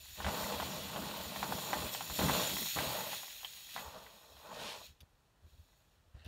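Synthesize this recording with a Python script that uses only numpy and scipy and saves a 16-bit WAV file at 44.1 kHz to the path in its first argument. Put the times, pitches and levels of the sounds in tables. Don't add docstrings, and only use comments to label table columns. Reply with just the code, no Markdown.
import sys
import numpy as np
from scipy import signal
from scipy.fft import rfft, irfft
from scipy.io import wavfile
from scipy.ndimage import map_coordinates

SR = 44100
rng = np.random.default_rng(int(sys.argv[2]) if len(sys.argv) > 2 else 0)


def dump(signal):
    limited = np.clip(np.atleast_2d(signal).T, -1, 1)
    pcm = np.round(limited * 32767).astype(np.int16)
    wavfile.write(sys.argv[1], SR, pcm)


def natural_amplitude(level_db):
    exponent = np.asarray(level_db, float) / 20
    return 10 ** exponent


N = 276903

# (time [s], strike level [dB], middle modes [dB], high modes [dB])
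KNOCK_HITS = [(0.203, -34.5, -18, -16), (0.245, -35, 2, -1), (0.265, -29, -6, -13),
              (0.283, -29.5, -11, -24), (0.437, -50, -22, -14), (0.499, -40, -24, -13.5),
              (0.6, -30, -18, -12), (0.619, -43, -4, -7), (0.669, -46, -16, -19), (0.961, -31.5, -17, -10),
              (1.36, -36, -9.5, -8), (1.429, -25.5, -9.5, -25), (1.523, -28.5, -18, -23),
              (1.587, -39, -14, -16), (1.731, -24, -6.5, -27), (1.736, -31.5, -22, -23),
              (1.948, -32.5, -11, -7), (2.008, -31, -20, -18), (2.099, -37, -19, -16.5),
              (2.191, -33, -3, 3), (2.214, -29.5, -4, -16), (2.285, -27.5, -5, -21), (2.296, -24, -10, -22),
              (2.771, -40, -17, -15), (2.787, -29, 1, -18), (3.131, -35.5, -4, -12), (3.232, -39, -9, -10),
              (3.431, -46, -10, -5), (3.447, -42, -2, 7), (3.763, -30.5, -11, -24),
              (3.778, -39.5, 2.5, -13), (3.789, -39.5, -5, -17), (3.802, -43, -10, -17),
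              (4.064, -51, 2, -7), (4.368, -52, -20, -3), (4.597, -54, -17, 10.5), (5.687, -68, -2.5, -17),
              (5.731, -68, -1, -14.5)]
# (frequency [Hz], width of each pass [Hz], relative level [dB])
FRAME_MODES = [(620, 780, -46), (840, 295, -2), (1021, 340, -1.5), (1300, 440, -5.5), (1566, 150, -6),
               (1993, 430, 3), (2180, 400, -27), (3150, 380, 2), (3550, 540, -6.5)]


def rms_one(x):
    return x / np.sqrt(np.mean(x ** 2) + 1e-20)


def in_time(rows):
    s, *columns = np.transpose(rows)
    return [np.interp(np.arange(N) / SR, s, column) for column in columns]


def drift(rate_hz):
    r = np.exp(-80 * np.pi * rate_hz / SR)
    noise = rng.standard_normal(N // 40 + 2002)
    slow = signal.lfilter([1], [1, -2 * r, r * r], noise)[2000:]
    return np.interp(np.arange(N) / 40, np.arange(len(slow)), rms_one(slow))


def resonance(x, hz, width_hz):
    r = np.exp(-np.pi * width_hz / SR)
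    poles = [1, -2 * r * np.cos(2 * np.pi * hz / SR), r * r]
    return signal.lfilter([(1 - r * r) / 2, 0, (r * r - 1) / 2], poles, x)


def steep(x, hz, width_hz):
    return resonance(resonance(x, hz, width_hz), hz, width_hz)


def body(modes, per_s, spread_db, patchy_db, flicker_hz, ring=resonance, turn=-1):
    sizes = natural_amplitude(spread_db * np.minimum(rng.exponential(1, N), 5)) * rng.choice([-1, 1], N)
    contacts = sizes * (rng.random(N) < per_s / SR) + 1e-18
    together = .3 * drift(flicker_hz)
    total = np.zeros(N)
    for k, (hz, width_hz, db) in enumerate(modes):
        gain = natural_amplitude(db + patchy_db * (together + drift(flicker_hz)))
        total += turn ** k * gain * ring(contacts, hz, width_hz)
    return rms_one(total)


def freewheel(gain_db):
    # (frequency [Hz], width [Hz], relative level [dB])
    hub_modes = [(2585, 83, -1.5), (3280, 200, -1), (3920, 560, -0.5), (4474, 350, -2), (5380, 470, -6),
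                 (6908, 190, 1.5), (8230, 720, -10), (9680, 1300, -12.5), (11080, 520, -4.5),
                 (11950, 940, -7.5), (14200, 450, -0.5), (15200, 1300, -7), (16550, 1300, -6)]
    # (time [s], gain [dB])
    low_ring_gain = [(0, 2), (0.3, -0.5), (1.5, -1), (2.4, 0), (3.2, -4.5), (3.8, 2.5), (4.3, 4.5),
                     (4.85, 8.5), (5.5, 6.5), (6.0, 3)]
    # (time [s], speed [m/s])
    closing_speed = [(0, 4.5), (1.2, 3.5), (2.3, 6), (2.9, -3.5), (4.2, -4.5), (6.28, 0)]
    buzz = body(hub_modes, per_s=9000, spread_db=2.0, patchy_db=1.4, flicker_hz=12.0)
    buzz = signal.sosfilt(signal.butter(2, 1900, "high", fs=SR, output="sos"), buzz)
    lows = signal.sosfilt(signal.butter(1, 4800, fs=SR, output="sos"), buzz)
    buzz = buzz + (natural_amplitude(in_time(low_ring_gain)[0]) - 1) * lows
    reading = np.cumsum(1 + in_time(closing_speed)[0] / 343) % (N - 2)
    return natural_amplitude(gain_db) * map_coordinates(buzz, [reading], order=5)


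def rattle(freewheel_db):
    taps = body(FRAME_MODES[1:6], per_s=160, spread_db=3.0, patchy_db=3.0, flicker_hz=10.0,
                ring=steep, turn=1)
    return natural_amplitude(freewheel_db - 15) * taps


def thudding(cavity_db):
    # (frequency [Hz], width [Hz], relative level [dB])
    rough_modes = [(44, 89, 0.5), (108, 134, -6.5)]
    # (peak time [s], level [dB], half length to 1/e [s])
    thud_bells = [(0.0, -61, 0.068), (0.115, -59, 0.033), (0.2, -47, 0.012), (0.267, -39.5, 0.024),
                  (0.433, -48.5, 0.018), (0.563, -51.5, 0.029), (0.65, -54, 0.034), (0.77, -55, 0.016),
                  (0.857, -56, .05), (1.055, -56, 0.043), (1.21, -53, .02), (1.272, -46, 0.013),
                  (1.41, -54, 0.03), (1.8, -55, 0.042), (1.853, -52, 0.015), (2.115, -46.5, 0.017),
                  (2.236, -34, 0.022), (2.336, -44.5, 0.022), (2.597, -71, 0.035), (2.78, -45.5, 0.018),
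                  (2.87, -55, 0.02), (3.874, -50, 0.018), (4.06, -62, 0.027), (4.353, -64, 0.057),
                  (4.625, -64, .04), (4.79, -64, 0.021), (4.902, -58.5, 0.021), (5.023, -56, 0.017),
                  (5.453, -53, 0.022), (5.54, -61, .02), (5.602, -54.5, 0.022), (5.993, -67.5, .03),
                  (6.078, -65, 0.02), (6.152, -51, 0.0081), (6.173, -50.5, 0.014), (6.21, -58, .02),
                  (6.264, -46, .01)]
    pitch_hz = 76 * (1 + .07 * drift(4.3))
    swing = np.sqrt(2) * np.sin(2 * np.pi * np.cumsum(pitch_hz) / SR)
    rough = body(rough_modes, per_s=300, spread_db=2.5, patchy_db=1.5, flicker_hz=5.0)
    t = np.arange(N) / SR
    level = sum(natural_amplitude(db) * np.exp(-((t - s) / half) ** 2) for s, db, half in thud_bells)
    level = level + natural_amplitude(cavity_db - 20.5 + 5.5 * drift(4.8))
    return level * rms_one(swing + .6 * rough)


def woods():
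    # (frequency [Hz], relative level [dB])
    woods_colour = [(21, -32), (35, 1.5), (139, -9), (166, -14), (365, -18), (1040, -19), (1120, -20),
                    (15500, -38.5)]
    hz = np.maximum(np.fft.rfftfreq(N, 1 / SR), 1)
    table_hz, table_db = np.transpose(woods_colour)
    colour = natural_amplitude(np.interp(np.log(hz), np.log(table_hz), table_db))
    noise = rms_one(irfft(rfft(rng.standard_normal(N)) * colour, N))
    return natural_amplitude(-70 + .7 * drift(0.49)) * noise


def tyres(tread_db, cavity_db, hiss_db):
    # (frequency [Hz], width of each pass [Hz], relative level [dB])
    tread_modes = [(507, 144, 3.5), (605, 166, 9.5), (865, 209, 7.5), (1004, 290, 2)]
    # (frequency [Hz], width of each pass [Hz], relative level [dB])
    scuff_modes = [(1465, 370, 7), (1810, 163, 6)]
    # (frequency [Hz], width [Hz], relative level [dB])
    cavity_modes = [(140, 67, -4.5), (197.5, 27.4, 2), (263, 110, -8)]
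    # (frequency [Hz], width of each pass [Hz], relative level [dB])
    hiss_modes = [(2464, 2950, 7), (3700, 3050, -1), (6330, 8900, -6)]
    tread = body(tread_modes, per_s=2200, spread_db=3.2, patchy_db=1.5, flicker_hz=16.0,
                 ring=steep, turn=1)
    scuff = body(scuff_modes, per_s=2500, spread_db=3.2, patchy_db=1.5, flicker_hz=16.0,
                 ring=steep, turn=1)
    cavity = body(cavity_modes, per_s=700, spread_db=2.0, patchy_db=1.5, flicker_hz=8.0)
    hiss = body(hiss_modes, per_s=7000, spread_db=2.5, patchy_db=1.3, flicker_hz=12.0,
                ring=steep, turn=1)
    shake = jolts()
    tread_db = tread_db + 1.2 * drift(5.8)
    drumming = (natural_amplitude(tread_db) + natural_amplitude(-23.5) * shake) * tread
    sliding = (natural_amplitude(tread_db - 12) + natural_amplitude(-14.5) * shake) * scuff
    hissing = (natural_amplitude(hiss_db) + natural_amplitude(-18.5) * shake) * hiss
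    return drumming + sliding + natural_amplitude(cavity_db) * cavity + hissing


def jolts():
    rise_s, decay_s = 0.0024, 0.006
    s, strike_db = np.transpose(KNOCK_HITS)[:2]
    hits = np.zeros(N) + 1e-18
    hits[np.round(s * SR).astype(int)] = natural_amplitude(strike_db)
    rise, decay = np.exp(-1 / (rise_s * SR)), np.exp(-1 / (decay_s * SR))
    dying = signal.lfilter([1], [1, -decay], hits)
    return signal.lfilter([1 - rise], [1, -rise], dying)


def knocks():
    s, strike_db, middle_db, high_db = np.transpose(KNOCK_HITS)
    at, out = np.round(s * SR).astype(int), np.zeros(N)
    chance_db = rng.normal(0, 1.5, (len(at), len(FRAME_MODES)))
    for (hz, width_hz, db), spread_db in zip(FRAME_MODES, chance_db.T):
        share_db = 0 if hz < 1400 else middle_db if hz < 2600 else high_db
        clicks = np.zeros(N) + 1e-18
        clicks[at] = natural_amplitude(strike_db + db + share_db + spread_db)
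        to_height_one = np.e * SR / (2 * np.pi * width_hz)
        out += steep(clicks, hz, width_hz) * to_height_one
    return out


def echoes(x):
    # (delay [s], gain [dB])
    reflections = [(.004, -7), (.0075, -10), (.012, -13), (.019, -18), (.031, -22)]
    dull, out = signal.lfilter([.45], [1, -.55], x), np.zeros(N)
    for delay, db in reflections:
        lag = round(delay * SR)
        out[lag:] += natural_amplitude(db) * dull[:-lag]
    return out


def snaps():
    # (time [s], burst level [dB], decay [s])
    snap_bursts = [(5.005, -54, 0.0046), (5.01, -57, 0.003), (5.018, -65, 0.004), (6.246, -60, 0.0072),
                   (6.26, -60, 0.0053), (6.2704, -57, 0.0077)]
    # (frequency [Hz], width [Hz], gain [dB])
    object_modes = [(2880, 840, 3.5), (3500, 390, 11.5), (4660, 350, 9), (5600, 830, -7), (9550, 640, -1),
                    (10000, 700, 0.5), (12200, 900, -1), (13400, 330, -1.5)]
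    burst, noise = np.zeros(N) + 1e-18, rng.standard_normal(N)
    for s, db, decay in snap_bursts:
        t = np.arange(N) / SR - s
        burst += natural_amplitude(db) * (t > 0) * np.exp(-np.abs(t) / decay) * noise
    return sum(natural_amplitude(db) * resonance(burst, hz, width_hz) for hz, width_hz, db in object_modes)


def rustle():
    # (frequency [Hz], width of each pass [Hz], relative level [dB])
    rustle_modes = [(200, 110, -13), (596, 640, 6.5), (1520, 1200, 3), (2630, 500, 7.5), (3700, 830, 2.5),
                    (7000, 1700, -18)]
    start_s, fade_in_s, start_db, db_per_s = 6.12, 0.038, -76.5, 130
    since = np.arange(N) / SR - start_s
    grains = body(rustle_modes, per_s=3000, spread_db=3.0, patchy_db=2.0, flicker_hz=12.0,
                  ring=steep, turn=1)
    return np.clip(since / fade_in_s, 0, 1) * natural_amplitude(start_db + db_per_s * since) * grains


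def scene():
    # (time [s], freewheel gain [dB], hiss gain [dB])
    coasting = [(0.0, -57, -64), (0.17, -53, -57), (0.23, -53, -49.5), (0.27, -50, -46.5),
                (0.44, -41, -47.5), (0.53, -47.5, -46.5), (0.77, -46.5, -50), (0.91, -49.5, -49),
                (1.25, -48.5, -49), (1.6, -45, -49.5), (1.88, -43.5, -47.5), (1.91, -47, -48),
                (1.935, -41, -50), (1.99, -46.5, -50.5), (2.1, -46, -50), (2.19, -39, -45),
                (2.37, -37.5, -40), (2.53, -39.5, -43.5), (2.58, -37.5, -50.5), (2.75, -39.5, -44.5),
                (2.78, -42, -42), (2.9, -41, -43.5), (3.09, -44.5, -49.5), (3.125, -42.5, -44),
                (3.23, -47, -53.5), (3.36, -51, -54.5), (3.68, -53.5, -57.5), (3.8, -51, -49.5),
                (3.83, -54, -58.5), (3.93, -60.5, -59.5), (4.3, -66, -71), (4.52, -62.5, -58.5),
                (4.63, -59, -48), (4.74, -65, -47), (4.79, -59.5, -58), (4.865, -60.5, -62),
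                (4.96, -87, -83.5), (5.4, -94, -90), (5.49, -75.5, -79), (5.7, -76.5, -84),
                (5.96, -82.5, -80), (6.0, -93, -84)]
    # (time [s], tread rumble gain [dB], tyre cavity gain [dB])
    rolling = [
        [(0.0, -76, -90), (0.165, -76, -79)],
        [(0.18, -54, -54), (0.28, -43.5, -44), (0.42, -42, -47), (0.56, -44.5, -46.5), (0.9, -52, -50.5),
         (0.96, -44.5, -45.5), (1.25, -49, -53), (1.45, -45.5, -46.5), (1.51, -46.5, -41), (1.56, -47.5, -46.5),
         (1.63, -48, -52), (1.78, -43, -44), (1.87, -49, -47.5), (1.92, -53.5, -57), (2.06, -58, -55),
         (2.18, -58, -52.5)],
        [(2.19, -38.5, -37), (2.3, -36.5, -36.5), (2.33, -38.5, -43.5), (2.4, -39, -43.5), (2.49, -46.5, -49.5),
         (2.54, -53, -44), (2.58, -50, -52.5), (2.62, -54, -45.5), (2.72, -73, -70), (2.754, -68, -65)],
        [(2.761, -40, -43.5), (2.92, -43, -48.5), (3.05, -46, -54.5), (3.11, -51.5, -56), (3.14, -46, -60),
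         (3.17, -58.5, -65), (3.26, -64, -72), (3.33, -71.5, -79), (3.745, -78, -74.5)],
        [(3.755, -57, -54.5), (3.87, -51.5, -61), (3.91, -60, -64), (3.96, -52.5, -61.5), (4.06, -57, -73),
         (4.23, -64.5, -75), (4.38, -62.5, -75), (4.45, -55.5, -70), (4.55, -47, -58.5), (4.66, -47.5, -53.5),
         (4.76, -51, -68), (4.82, -60, -68), (4.9, -85, -83), (4.97, -88, -92)],
    ]
    freewheel_db, hiss_db = in_time(coasting)
    tread_db, cavity_db = in_time(sum(rolling, []))
    blows = knocks()
    mix = freewheel(freewheel_db) + rattle(freewheel_db) + thudding(cavity_db) + woods()
    mix = mix + tyres(tread_db, cavity_db, hiss_db) + blows + echoes(blows)
    mix = mix + snaps() + rustle()
    return np.array([mix, mix])


def band_limit(x):
    return signal.sosfilt(signal.butter(12, 16340, fs=SR, output="sos"), x)


def record(dry):
    # (frequency [Hz], width [Hz], depth [0-1])
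    housing_dips = [(2150, 250, .5), (4950, 300, .35), (10450, 500, .4)]
    for hz, width_hz, depth in housing_dips:
        dry = dry - depth * resonance(dry, hz, width_hz)
    dry = signal.sosfilt(signal.butter(2, 33, "high", fs=SR, output="sos"), dry)
    dry = signal.sosfilt(signal.ellip(12, .5, 60, 15720, fs=SR, output="sos"), dry)
    return band_limit(dry)


dry = scene()
out = record(dry)
dump(out)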